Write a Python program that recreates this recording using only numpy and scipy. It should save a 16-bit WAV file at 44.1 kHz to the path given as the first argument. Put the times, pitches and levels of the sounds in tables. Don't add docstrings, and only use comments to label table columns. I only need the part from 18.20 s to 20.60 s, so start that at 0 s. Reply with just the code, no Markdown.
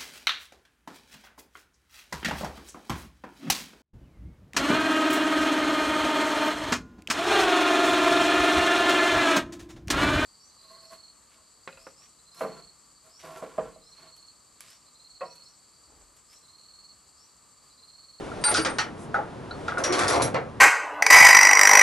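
import sys
import numpy as np
from scipy import signal
from scipy.fft import rfft, irfft, next_fast_len
from scipy.io import wavfile
from scipy.ndimage import uniform_filter1d, minimum_filter1d, map_coordinates

SR = 44100
rng = np.random.default_rng(int(sys.argv[2]) if len(sys.argv) > 2 else 0)


def unload_audio(sound):
    columns = np.transpose(np.atleast_2d(sound))
    steps = np.round(np.clip(columns, -1, 1) * 32767)
    wavfile.write(sys.argv[1], SR, steps.astype(np.int16))


N = 105840


def clinks():
    # start_s, body_db, middle_db, treble_db, top_db
    contacts = [(0.2389, -24.5, -14, -18.5, -37), (0.3132, -23, -29.5, -29.5, -48),
                (0.3414, -53, -47, -20.5, -31), (.347, -34, -28, -17.5, -40), (0.372, -44, -21.5, -23, -51),
                (.449, -29, -23.5, -22.5, -48), (.459, -33, -22.5, -40, -49), (.585, -51, -19, -23, -39),
                (0.9436, -27.5, -29.5, -45, -54), (1.4807, -58, -28.5, -37.5, -79),
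                (1.582, -22.5, -29.5, -39.5, -35.5), (1.64, -34, -24, -24, -29),
                (1.7238, -22, -25, -21, -31), (1.791, -43, -16.5, -26.5, -26),
                (1.8804, -17, -18.5, -17.5, -17), (1.932, -16, -24, -24.5, -27.5),
                (2.0204, -21, -30, -25.5, -24.5), (2.145, -20.5, -20, -36.5, -70)]
    out, t = np.zeros((2, N)), np.arange(SR // 2) / SR
    crack = amp(-3.5) * fade(t, t60_s=0.042)
    for start_s, *levels_db in contacts:
        ring = steel(noise(len(t)))
        for k, level_db in enumerate(levels_db):
            envelope = np.hypot(crack, trailer_answer(k, t))
            add(out, start_s, amp(level_db) * band(ring, k) * envelope)
    return out


def hook_knocks():
    # start_s, level_db, low_lift_db
    blows = [(.116, -36.5, -6), (.347, -11.5, -18), (.586, -21.5, -6), (.943, -14.5, 5.5),
             (1.31, -31.5, -5),(1.482, -22, -1.5), (1.521, -26.5, -2), (1.573, -23.5, -12),
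             (2.146, -37.5, 7)]
    # pitch_hz, level_db
    modes = [(715, -17), (820, -13.5), (1290, -5), (1440, 0), (1620, -15)]
    # freq_hz, relative_db
    answer_spectrum = [(120, -59), (200, -22), (616, -9), (860, 1), (985, -15.5), (1370, -1), (1670, -13),
                       (6000, -81)]
    scatter_db, detune, shelf_hz = 1.2, 0.015, 1050
    out, t = np.zeros((2, N)), np.arange(SR // 2) / SR
    for start_s, level_db, low_lift_db in blows:
        ring = np.zeros(len(t))
        for pitch_hz, mode_db in modes:
            ring += amp(mode_db + rng.normal(0, scatter_db)) * sine(pitch_hz * rng.normal(1, detune), t)
        ring *= rise(t, tau_s=0.00039) * fade(t, t60_s=0.066)
        answer = coloured(answer_spectrum, len(t)) * rise(t, tau_s=0.015) * fade(t, t60_s=0.28)
        clank = amp(level_db) * (ring + amp(-7) * answer)
        add(out, start_s, filtered(clank, lambda hz: amp(low_lift_db / (1 + (hz / shelf_hz) ** 10))))
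    return out


def free_rings():
    part_modes = {"first link": [(8848, 0, .9), (4712, -10, .5), (3980, -14, .35), (4377, -18, .5),
                  (5981, -21, .5), (10935, -20, .35)], "small link": [(10522, 0, .3), (10680, -11, .6)],
                  "long link": [(4692, 0, .25), (10670, -15, .45)], "singing link": [(8846, 0, .95)],
                  "heavy link": [(4398, 0, .2), (5787, -4, .2), (1852, -2, .2)],
                  "tapped link": [(4016, 0, .06), (4339, -9, .2)], "middle link": [(5711, 0, .3)],
                  "short link": [(10840, 0, .25), (10530, -1, .1), (5706, -2, .4)], "hook": [(850, 0, .5),
                  (1420, 3, .14)], "trailer edge": [(320, 0, .55), (440, -2, .35)]}
    # start_s, part, level_db, free_s
    spells = [(0.214, "first link", -52, 0.04), (0.24, "first link", -12, 0.032),
              (.252, "hook", -23.5, 0.046), (0.293, "small link", -27, 0.017),
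              (0.342, "singing link", -39.5, .22), (0.369, "long link", -27, 0.068),
              (.385, "trailer edge", -29.5, 0.33), (0.587, "heavy link", -35, 0.052),
              (1.31, "tapped link", -37.5, 0.046), (1.638, "middle link", -26, .3),
              (1.88, "short link", -29.5, 0.28), (2.024, "short link", -32.5, 0.038)]
    waver_db, waver_per_s, chatter_per_s = 2.7, 70, 600
    out, t = np.zeros((2, N)), np.arange(SR // 2) / SR
    for start_s, part, level_db, free_s in spells:
        damping = fade(np.maximum(t - free_s, 0), t60_s=0.2)
        for pitch_hz, mode_db, t60_s in part_modes[part]:
            depth_db = waver_db * (1 - mode_db / 20)
            waver = amp(depth_db * wander(t * waver_per_s, knots=200))
            chatter = 1 + 0.28 * wander(t * chatter_per_s, knots=600)
            tone = amp(level_db + mode_db) * sine(pitch_hz, t) * fade(t, t60_s)
            add(out, start_s, tone * waver * chatter * damping)
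    return out


def chain_drag():
    # time_s, body_db, middle_db, treble_db
    rattle_levels = [(1.54, -39, -46, -74), (1.62, -30.5, -39.5, -65), (1.715, -29.5, -34, -59),
                     (1.76, -30, -32.5, -40), (1.83, -25.5, -24.5, -34.5), (1.92, -23.5, -21, -34),
                     (2.0, -22, -24, -44), (2.04, -30.5, -31, -47), (2.3, -44, -64, -90)]
    # time_s, level_db
    boom_levels = [(1.8, -36), (1.92, -37.5), (2.0, -33.5), (2.11, -33), (2.3, -49)]
    # freq_hz, relative_db
    boom_spectrum = [(30, -63), (90, -10.5), (300, -17), (700, -80)]
    slips_per_s, scatter_db, answer_db = 140, 3.5, 4
    t = np.arange(SR // 4) / SR
    onsets = rng.random(N) < slips_per_s / SR
    slips = onsets * amp(scatter_db * rng.standard_normal(N)) * rng.choice([-1, 1], N)
    grains = rattle(slips, fade(t, t60_s=0.02))
    out = amp(curves(boom_levels, outside_db=-120)) * coloured(boom_spectrum, N)
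    body_db, middle_db, treble_db = curves(rattle_levels, outside_db=-120)
    top_db = treble_db - 4.5
    for k, level_db in enumerate([body_db, middle_db, treble_db, top_db]):
        answer = amp(answer_db) * rattle(slips, trailer_answer(k, t))
        out += amp(level_db) * band(steel(grains + answer), k)
    return out


def rattle(slips, envelope, segments=20):
    out, step = np.zeros((2, N)), N // segments
    for i in range(0, N, step):
        ring = noise(len(envelope)) * envelope
        add(out, i / SR, signal.fftconvolve(slips[None, i:i + step], ring))
    return unit(out)


def trailer_answer(k, t):
    level_db = [-4, -2.5, -3.5, -6.5]
    rise_s = [0.0082, 0.0078, 0.0052, 0.0035]
    t60_s = [0.35, 0.25, 0.16, 0.2]
    return amp(level_db[k]) * rise(t, rise_s[k]) * fade(t, t60_s[k])


def steel(x):
    # centre_hz, lift_db
    panel = [(515, 4.5), (1040, -2), (1330, 6)]
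    panel_q, ripple_step_hz = 7.2, 90
    scoop_hz = 2740

    def response(hz):
        panel_db = sum(db / (1 + (2 * panel_q * (hz / centre_hz - 1)) ** 2) for centre_hz, db in panel)
        scoop_db = 5 * np.exp(-10 * np.log2((hz + 1) / scoop_hz) ** 2)
        ripple_db = 3 * wander(hz / ripple_step_hz, knots=500)
        return amp(panel_db - scoop_db + ripple_db)
    return filtered(x, response)


def strap():
    # time_s, level_db
    rustle_levels = [(.15, -38), (.55, -39), (.74, -49.5), (1.25, -46.5), (1.5, -38), (2.3, -92)]
    # freq_hz, relative_db
    rustle_spectrum = [(100, 4.5), (450, 11.5), (2000, -7.5), (11000, -24)]
    swish_s, width_s, swish_db = 0.821, 0.041, -53.5
    t = np.arange(N) / SR
    swish = amp(swish_db) * np.exp(-((t - swish_s) / width_s) ** 2) * band(noise(N), 3)
    rustle = amp(curves(rustle_levels)) * coloured(rustle_spectrum, N)
    return rustle + swish


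def outdoor_rumble():
    # freq_hz, relative_db
    spectrum = [(25, -17.5), (110, 0.5), (400, -5.5), (1100, -13), (2300, -27), (11000, -44.5)]
    return amp(-40) * coloured(spectrum, N)


def amp(db):
    return 10 ** (np.asarray(db) / 20)


def unit(x):
    return x / np.sqrt(np.mean(x ** 2) + 1e-20)


def rise(t, tau_s):
    return 1 - np.exp(-t / tau_s)


def fade(t, t60_s):
    return np.exp(-np.log(1000) * t / t60_s)


def sine(hz, t):
    return np.sqrt(2) * np.sin(2 * np.pi * (hz * t + rng.random()))


def wander(position, knots):
    return map_coordinates(rng.standard_normal(knots), [position], mode="mirror")


def along(points, hz):
    freq_hz, values = np.transpose(points)
    return np.interp(np.log(hz + 1), np.log(freq_hz + 1), values)


def curves(rows, outside_db=None):
    time_s, *columns = np.transpose(rows)
    return np.array([np.interp(np.arange(N) / SR, time_s, db, outside_db, outside_db) for db in columns])


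def filtered(x, response):
    n = x.shape[-1]
    size = next_fast_len(n + 4096)
    return irfft(rfft(x, size) * response(np.fft.rfftfreq(size, 1 / SR)), size)[..., :n]


def band(x, k):
    edges_hz = [320, 750, 2400, 5900, 12500]
    low_hz, high_hz = edges_hz[k:k + 2]
    return unit(filtered(x, lambda hz: ((1 + (low_hz / (hz + 1)) ** 10) * (1 + (hz / high_hz) ** 10)) ** -.5))


def noise(n):
    mid, side = rng.standard_normal((2, n))
    side = amp(-8) * filtered(side, lambda hz: hz / np.hypot(hz, 600))
    return unit(np.array([mid + side, mid - side]))


def coloured(spectrum, n):
    return unit(filtered(noise(n), lambda hz: amp(along(spectrum, hz))))


def add(out, start_s, x):
    part = out[:, round(start_s * SR):][:, :x.shape[-1]]
    part += x[..., :part.shape[1]]


def scene():
    return clinks() + hook_knocks() + free_rings() + chain_drag() + strap() + outdoor_rumble()


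def record(dry):
    # freq_hz, phase_rad
    lead = [(70, 0.36), (500, 1), (9000, 0.19)]
    tilt_db, ceiling, hold_s, cutoff_hz = 0.5, 0.27, 0.0077, 11150
    sides = np.array([[.5], [-.5]])
    x = filtered(dry, lambda hz: amp(sides * tilt_db) * np.exp(1j * sides * along(lead, hz)))
    hold = int(hold_s * SR)
    needed_gain = np.minimum(1, ceiling / (np.abs(x).max(axis=0) + 1e-9))
    gain = uniform_filter1d(minimum_filter1d(needed_gain, hold), hold)
    return filtered(x * gain, lambda hz: amp(-np.clip((hz - cutoff_hz) / 14, 0, 120)))


dry = scene()
out = record(dry)
unload_audio(out)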